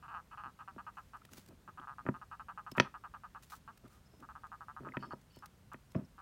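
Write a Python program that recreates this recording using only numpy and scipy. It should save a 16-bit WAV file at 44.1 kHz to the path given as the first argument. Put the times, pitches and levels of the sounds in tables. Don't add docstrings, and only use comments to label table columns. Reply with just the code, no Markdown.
import sys
import numpy as np
from scipy import signal
from scipy.fft import rfft, irfft
from scipy.io import wavfile

SR = 44100
rng = np.random.default_rng(int(sys.argv[2]) if len(sys.argv) > 2 else 0)


def dump_mix(stems):
    frames = np.atleast_2d(stems).T
    limited = np.clip(frames, -1, 1)
    pcm = np.round(limited * 32767).astype(np.int16)
    wavfile.write(sys.argv[1], SR, pcm)


N = 273861


def from_db(db):
    return 10 ** (np.asarray(db) / 20)


def rms_one(x):
    return x / np.sqrt(np.mean(x ** 2) + 1e-20)


def peak_one(x):
    return x / np.abs(x).max()


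def add(out, time, sound):
    at = int(np.clip(round(time * SR), 0, N))
    out[at:at + len(sound)] += sound[:N - at]


def through(x, response):
    return signal.fftconvolve(x, response)[:N]


def low_pass(x, hz, order=2):
    return signal.sosfilt(signal.butter(order, min(hz, SR / 2 - 100), fs=SR, output="sos"), x)


def response_of(colour, size=4096):
    hz, db = np.transpose(colour)
    grid_hz = np.maximum(np.arange(size // 2 + 1) * SR / size, 1)
    gains = from_db(np.interp(np.log(grid_hz), np.log(hz), db))
    cepstrum = irfft(np.log(gains))
    return irfft(np.exp(rfft(2 * cepstrum * (np.arange(size) < size // 2))))


def ringing(tones, size=8192):
    out = np.zeros(size)
    for k, (hz, width_hz, db) in enumerate(tones):
        r = np.exp(-np.pi * width_hz / SR)
        poles = [1, -2 * r * np.cos(2 * np.pi * hz / SR), r * r]
        tone = signal.lfilter([1, 0, -1], poles, signal.unit_impulse(size))
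        out += (-1) ** k * from_db(db) * (1 - r * r) * tone
    return peak_one(out)


def reflections(x, colour, fade_s, build_s):
    t = np.arange(SR // 2) / SR
    envelope = from_db(-60 * t / fade_s) * (1 - np.exp(-(t / build_s) ** 2))
    echoes = through(rng.standard_normal(len(t)) * envelope, response_of(colour))
    return through(x, echoes / np.linalg.norm(echoes))


def friction(swells, response, grain_db, fade):
    envelope = np.zeros(N)
    for time, length, db in swells:
        along = np.linspace(0, 1, max(int(length * SR), 10))
        add(envelope, time, from_db(db) * rms_one(np.sqrt(along) * (1 - along) ** fade))
    clumps = rms_one(low_pass(rng.standard_normal(N), 300))
    grains = rng.standard_normal(N) * from_db(grain_db * np.clip(clumps, -2, 2))
    return envelope * rms_one(through(grains, response))


# (frequency [Hz], level [dB])
HISS_COLOUR = [(20, -23.5), (32, -6), (50, -2), (75, -2), (120, -4), (200, -7.5), (310, -17), (660, -22),
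               (950, -22.5), (1230, -24), (1500, -24), (2200, -28.5), (3100, -30), (6000, -34), (9300, -35),
               (10400, -38.5), (11500, -36.5), (15500, -39.5)]
def microphone_hiss(level_db=-63.5):
    noise = through(rng.standard_normal(N), response_of(HISS_COLOUR, size=16384))
    return from_db(level_db) * rms_one(noise)


# (frequency [Hz], level [dB])
ROOM_COLOUR = [(100, 2.5), (300, -1), (1000, -2), (3000, -4), (6000, -3), (12000, -1.5)]
def room_echoes(sound):
    return reflections(sound, ROOM_COLOUR, fade_s=0.2, build_s=.012)


# (time [s], length [s], level [dB])
SAND_SLIDES = [(0.93, 0.28, -79.5), (1.305, 0.19, -68), (1.369, 0.034, -63), (2.766, 0.033, -61.5),
               (3.424, 0.031, -62.5), (3.44, 0.11, -76), (3.498, 0.034, -62), (3.518, 0.084, -62.5),
               (3.90, 0.12, -75)]
# (time [s], level [dB])
GRAIN_CRACKS = [(1.168, -67), (1.25, -63), (1.332, -57.5), (1.461, -66.5), (1.476, -64), (1.485, -63),
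                (2.715, -55.5), (3.774, -60), (3.878, -67), (4.201, -64), (4.468, -69), (5.213, -67.5),
                (5.359, -65), (5.387, -66), (5.458, -53.5), (5.732, -63), (5.917, -67)]
# (frequency [Hz], level [dB])
SAND_COLOUR = [(300, -23), (900, 4), (2000, 1), (4000, -0.5), (5400, -1), (6800, -1), (9000, -3),
               (10800, -4), (13200, -4), (16000, -4)]
def sand(crack_s=0.0087):
    cracks = [(time, crack_s, db) for time, db in GRAIN_CRACKS]
    return friction(SAND_SLIDES + cracks, response_of(SAND_COLOUR), grain_db=3.5, fade=1.6)


# (time [s], length [s], level [dB])
THIN_SQUEAKS = [(2.714, 0.014, -60.5), (4.055, 0.027, -74), (4.095, 0.12, -81), (4.99, 0.18, -78),
                (5.32, 0.12, -77.5), (5.905, 0.013, -74.5), (5.958, 0.014, -71), (6.046, 0.017, -74.5)]
def squeaks(hz=5220, width_hz=110):
    return friction(THIN_SQUEAKS, ringing([(hz, width_hz, 0)]), grain_db=3.0, fade=0.99)


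# (time [s], length [s], level [dB])
CRAB_SCRAPES = [(4.99, 0.09, -67.5), (5.10, .045, -71), (5.298, 0.028, -74.5), (5.335, 0.052, -70.5)]
# (frequency [Hz], width [Hz], level [dB])
SCRAPE_TONES = [(3020, 200, -4), (4380, 160, -3), (4560, 160, 0)]
def scrapes():
    return friction(CRAB_SCRAPES, ringing(SCRAPE_TONES), grain_db=5.0, fade=0.71)


# (time [s], level [dB], frequency [Hz], width [Hz])
SMALL_PINGS = [(1.799, -51.5, 3200, 400), (4.9212, -44.5, 2060, 129)]
def pings():
    out = np.zeros(N)
    for time, db, hz, width_hz in SMALL_PINGS:
        ping = low_pass(ringing([(hz, width_hz, 0)]), hz, order=4)
        add(out, time, from_db(db) * peak_one(ping))
    return out


# (frequency [Hz], width [Hz], level [dB])
TANK_TONES = [(132, 28, 6.5), (207.4, 17, 6.5), (253, 34, 7), (371, 69, 3.5), (625, 110, 1), (967, 53, 3),
              (1300, 120, 3.5), (1672, 180, 1.5), (1910, 240, 0), (2562, 110, 3.5), (3062, 110, 0),
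              (3430, 370, -6.5), (4524, 45, -6), (5200, 250, -13), (6000, 400, -13), ]
def tank_ring():
    return ringing(TANK_TONES)


# (time [s], length [s], level [dB])
LEG_SHUFFLES = [(0.455, 0.055, -64.5), (0.76, 0.043, -61.5), (1.31, 0.084, -65), (1.485, 0.076, -58),
                (1.68, 0.021, -57.5), (1.79, 0.037, -61), (3.835, 0.055, -59), (4.135, 0.027, -61.5),
                (4.195, 0.064, -61), (4.80, 0.17, -55.5), (4.98, 0.25, -60), (5.95, 0.095, -48.5)]
def legs():
    return friction(LEG_SHUFFLES, low_pass(tank_ring(), hz=440), grain_db=3.0, fade=1.45)


# (frequency [Hz], width [Hz], level [dB])
STAND_TONES = [(66, 15, -6), (107.8, 17.4, 0), (150.7, 17, 7.5), (196, 19, 2), (229, 45, -1),
               (262.4, 28.5, 2), (357, 46, -8), (656, 34, -6.5), (1084, 63, -13.5), (2360, 1240, -21)]
def stand_bump(time=5.9523, first_gap_s=.0096, slowing=1.3, fade=1.86):
    force = np.zeros(N)
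    blow = from_db(-21) * low_pass(signal.unit_impulse(2048), hz=760)
    for k in range(6):
        add(force, time, blow / (k + 1) ** fade)
        time += first_gap_s * slowing ** k
    return through(force, ringing(STAND_TONES))


# (time [s], soft push [dB], hard contact [dB], treble limit of the contact [Hz])
TANK_KNOCKS = [(0.7623, -32, -63, 890), (1.25, -70, -50.5, 4150), (1.334, -50, -56, 2500),
               (1.379, -37.5, -50, 900), (2.053, -30.5, -56, 700), (2.0639, -29, -28.5, 1860),
               (2.0872, -11.5, -25, 1690), (2.7179, -29.5, -67, 900), (2.7755, -22, -32, 1300),
               (2.7808, -26, -19, 2630), (2.7989, -41, -7.5, 5210), (4.805, -31, -70, 1000),
               (4.833, -47, -45, 1400), (4.869, -44, -32.5, 990), (4.887, -42, -41.5, 2400),
               (4.9691, -21.5, -26.5, 2600), (5.037, -38, -43, 900), (5.1332, -41, -28, 1090),
               (5.368, -40, -45.5, 1000), (5.7429, -36.5, -37, 2130), (5.9475, -32.5, -41.5, 2380)]
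# (frequency [Hz], level [dB])
CLATTER_COLOUR = [(80, -19), (200, -11), (450, -2.5), (1000, -5), (2000, 3.5), (3000, -20.5), (4000, -6.5),
                  (6000, -4.5), (7200, -16.5), (10000, -3), (13000, -3.5)]
def knocks(bounce_s=.0021, bounce_db=-14.5):
    push, contact, click = np.zeros(N), np.zeros(N), signal.unit_impulse(2048)
    for time, push_db, contact_db, top_hz in TANK_KNOCKS:
        touch = from_db(contact_db) * low_pass(click, top_hz, order=4)
        add(push, time, from_db(push_db) * low_pass(click, hz=400))
        add(contact, time, touch)
        add(contact, time + bounce_s, from_db(bounce_db) * touch)
    clatter = reflections(contact, CLATTER_COLOUR, fade_s=.028, build_s=0.0011)
    return through(push + contact, tank_ring()), from_db(11.5) * clatter


AIR_HZ, AIR_WIDTH_HZ = 1235, 94
# (time [s], length [s], level [dB])
RIDGE_RUBS = [(1.215, 0.0093, -63.5), (1.29, 0.007, -64), (3.85, 0.018, -61.5), (3.89, 0.11, -72)]
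def ridge_rubs():
    return friction(RIDGE_RUBS, ringing([(AIR_HZ, AIR_WIDTH_HZ, 0)]), grain_db=1.0, fade=0.64)


# (frequency [Hz], level [dB])
SHELL_COLOUR = [(300, -39.5), (600, -20), (710, -10.5), (800, -2.5), (960, 0), (1100, 0), (1330, 1.5),
                (1410, -5), (1520, -1.5), (1680, -4), (1800, -18.5), (1930, -15), (2250, -37.5),
                (4000, -63.5)]
def shell_tick():
    wall = response_of(SHELL_COLOUR)
    air = signal.lfilter(*signal.iirpeak(AIR_HZ, AIR_HZ / AIR_WIDTH_HZ, fs=SR), wall)
    return peak_one(wall + from_db(3.5) * air)


EASY_PACE = 150
def stroke(teeth, pace, fade_db, lift_s=.0075, lift_db=-11):
    between, along = np.linspace(0, 1, teeth - 1), np.linspace(0, 1, teeth)
    pull = .3 * (1 - between) ** 2 + .73 * between ** 3
    paces = pace * (EASY_PACE / pace) ** pull
    start_db = -3.5 * np.log2(pace / EASY_PACE)
    levels_db = start_db * (1 - along) ** 2 + fade_db * along ** 3
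    return np.cumsum(np.r_[0, 1 / paces, lift_s]), np.r_[levels_db, levels_db[-1] + lift_db]


# (time [s], teeth [count], pace [teeth/s], level [dB], change by last tooth [dB])
RIDGE_STROKES = [(0.0264, 10, 286, -43.5, -3), (0.0811, 14, 264, -41, 2.5), (0.1413, 11, 180, -35.5, -6.5),
                 (0.312, 11, 380, -44.5, 0), (0.3743, 12, 228, -39.5, -11), (0.4368, 10, 132, -36.0, -17),
                 (0.5904, 12, 354, -42, -6.5), (0.677, 7, 210, -38.5, -10), (0.7816, 8, 264, -37, -10.5),
                 (0.8659, 10, 350, -38, -8), (0.9707, 11, 358, -38.0, -12.5), (1.1348, 9, 268, -40.5, -7),
                 (1.677, 6, 263, -41, -8), (1.7743, 6, 286, -41.5, -0.5), (1.8153, 6, 143, -41.5, -3),
                 (1.8726, 10, 135, -37, -12), (1.9836, 5, 115, -38.5, -15), (2.0646, 6, 200, -39, 1),
                 (2.1418, 7, 186, -38.5, -12), (2.2145, 6, 240, -40, -8.5), (2.314, 11, 350, -39, -5),
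                 (2.3965, 8, 263, -38, -16), (2.4844, 9, 266, -36.5, -8.5), (2.5754, 8, 232, -36, -12),
                 (2.6645, 9, 260, -37.5, -17), (2.7515, 6, 270, -38, 1), (2.8438, 9, 300, -41, -4),
                 (2.9416, 8, 274, -37.5, -9.5), (3.0382, 9, 268, -38.0, -9.5), (3.139, 7, 248, -38.5, -7.5),
                 (3.2358, 8, 274, -40, -9.5), (3.3485, 9, 293, -38.5, -10), (3.521, 8, 303, -40.0, -8.5),
                 (3.6772, 9, 266, -38, -16), (4.2259, 7, 325, -45, -2), (4.2888, 7, 235, -41.0, -7),
                 (4.3532, 6, 160, -40.0, -15), (4.4355, 6, 164, -39.0, -7), (4.5179, 7, 184, -39, -8.5),
                 (4.6076, 6, 168, -40.5, -9), (4.6838, 6, 144, -38.5, -9), (4.7648, 6, 153, -38, -11),
                 (4.8486, 8, 190, -39, -4.5), (4.9379, 8, 294, -37, -8), (5.0261, 8, 265, -36, -10),
                 (5.1082, 6, 240, -36.5, -2), (5.4244, 9, 315, -42, -8), (5.7171, 9, 317, -41.5, -9),
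                 (6.1805, 7, 210, -44.5, -7)]
# (time [s], rasp level [dB])
TOOTH_BITE = [(0.05, -22.5), (0.4, -20.5), (0.8, -26), (1.9, -27), (2.5, -26.5), (3.6, -28.5), (4.5, -31.5),
              (6.2, -26)]
# (frequency [Hz], width [Hz], level [dB])
RASP_TONES = [(2553, 220, 4), (2945, 250, 1), (4350, 160, -10)]
def chirps(slip_s=.00016, uneven_db=1.26, dulling_db=13.5, rasp_uneven_db=1.0):
    ticks, sharp_ticks = np.zeros(N), np.zeros(N)
    for start, teeth, pace, db, fade_db in RIDGE_STROKES:
        offsets, shape_db = stroke(teeth, pace, fade_db)
        count = len(offsets)
        along = np.linspace(0, 1, count)
        times = start + offsets + slip_s * rng.standard_normal(count)
        tick_db = db + shape_db + uneven_db * rng.standard_normal(count)
        bite_db = np.interp(start, *np.transpose(TOOTH_BITE))
        bite_db += 4.5 * np.log2(pace / EASY_PACE)
        edge_db = bite_db - dulling_db * along ** 2 + rasp_uneven_db * rng.standard_normal(count)
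        for time, size, edge in zip(times, from_db(tick_db), from_db(edge_db)):
            add(ticks, time, np.array([size]))
            add(sharp_ticks, time, np.array([size * edge]))
    shell = from_db(0.78) * through(ticks, shell_tick())
    rasp = from_db(3.0) * through(sharp_ticks, ringing(RASP_TONES))
    return shell + rasp


def scene():
    voice = chirps() + ridge_rubs()
    ring, clatter = knocks()
    thud = stand_bump()
    small_sounds = pings() + legs() + sand() + scrapes() + squeaks()
    to_room = from_db(-20) * ring + from_db(-19.5) * clatter
    to_room += from_db(-22) * voice + from_db(-11.5) * thud
    background = room_echoes(to_room) + microphone_hiss()
    return (background + small_sounds + thud + ring + clatter + voice)[None]


def record(dry, bass_hz=36, peak_limit=.5, top_hz=16000):
    thinned = signal.sosfilt(signal.butter(3, bass_hz, "high", fs=SR, output="sos"), dry)
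    rounded = peak_limit * np.tanh(thinned / peak_limit)
    return signal.sosfilt(signal.ellip(12, .1, 70, top_hz, fs=SR, output="sos"), rounded)


dry = scene()
out = record(dry)
dump_mix(out)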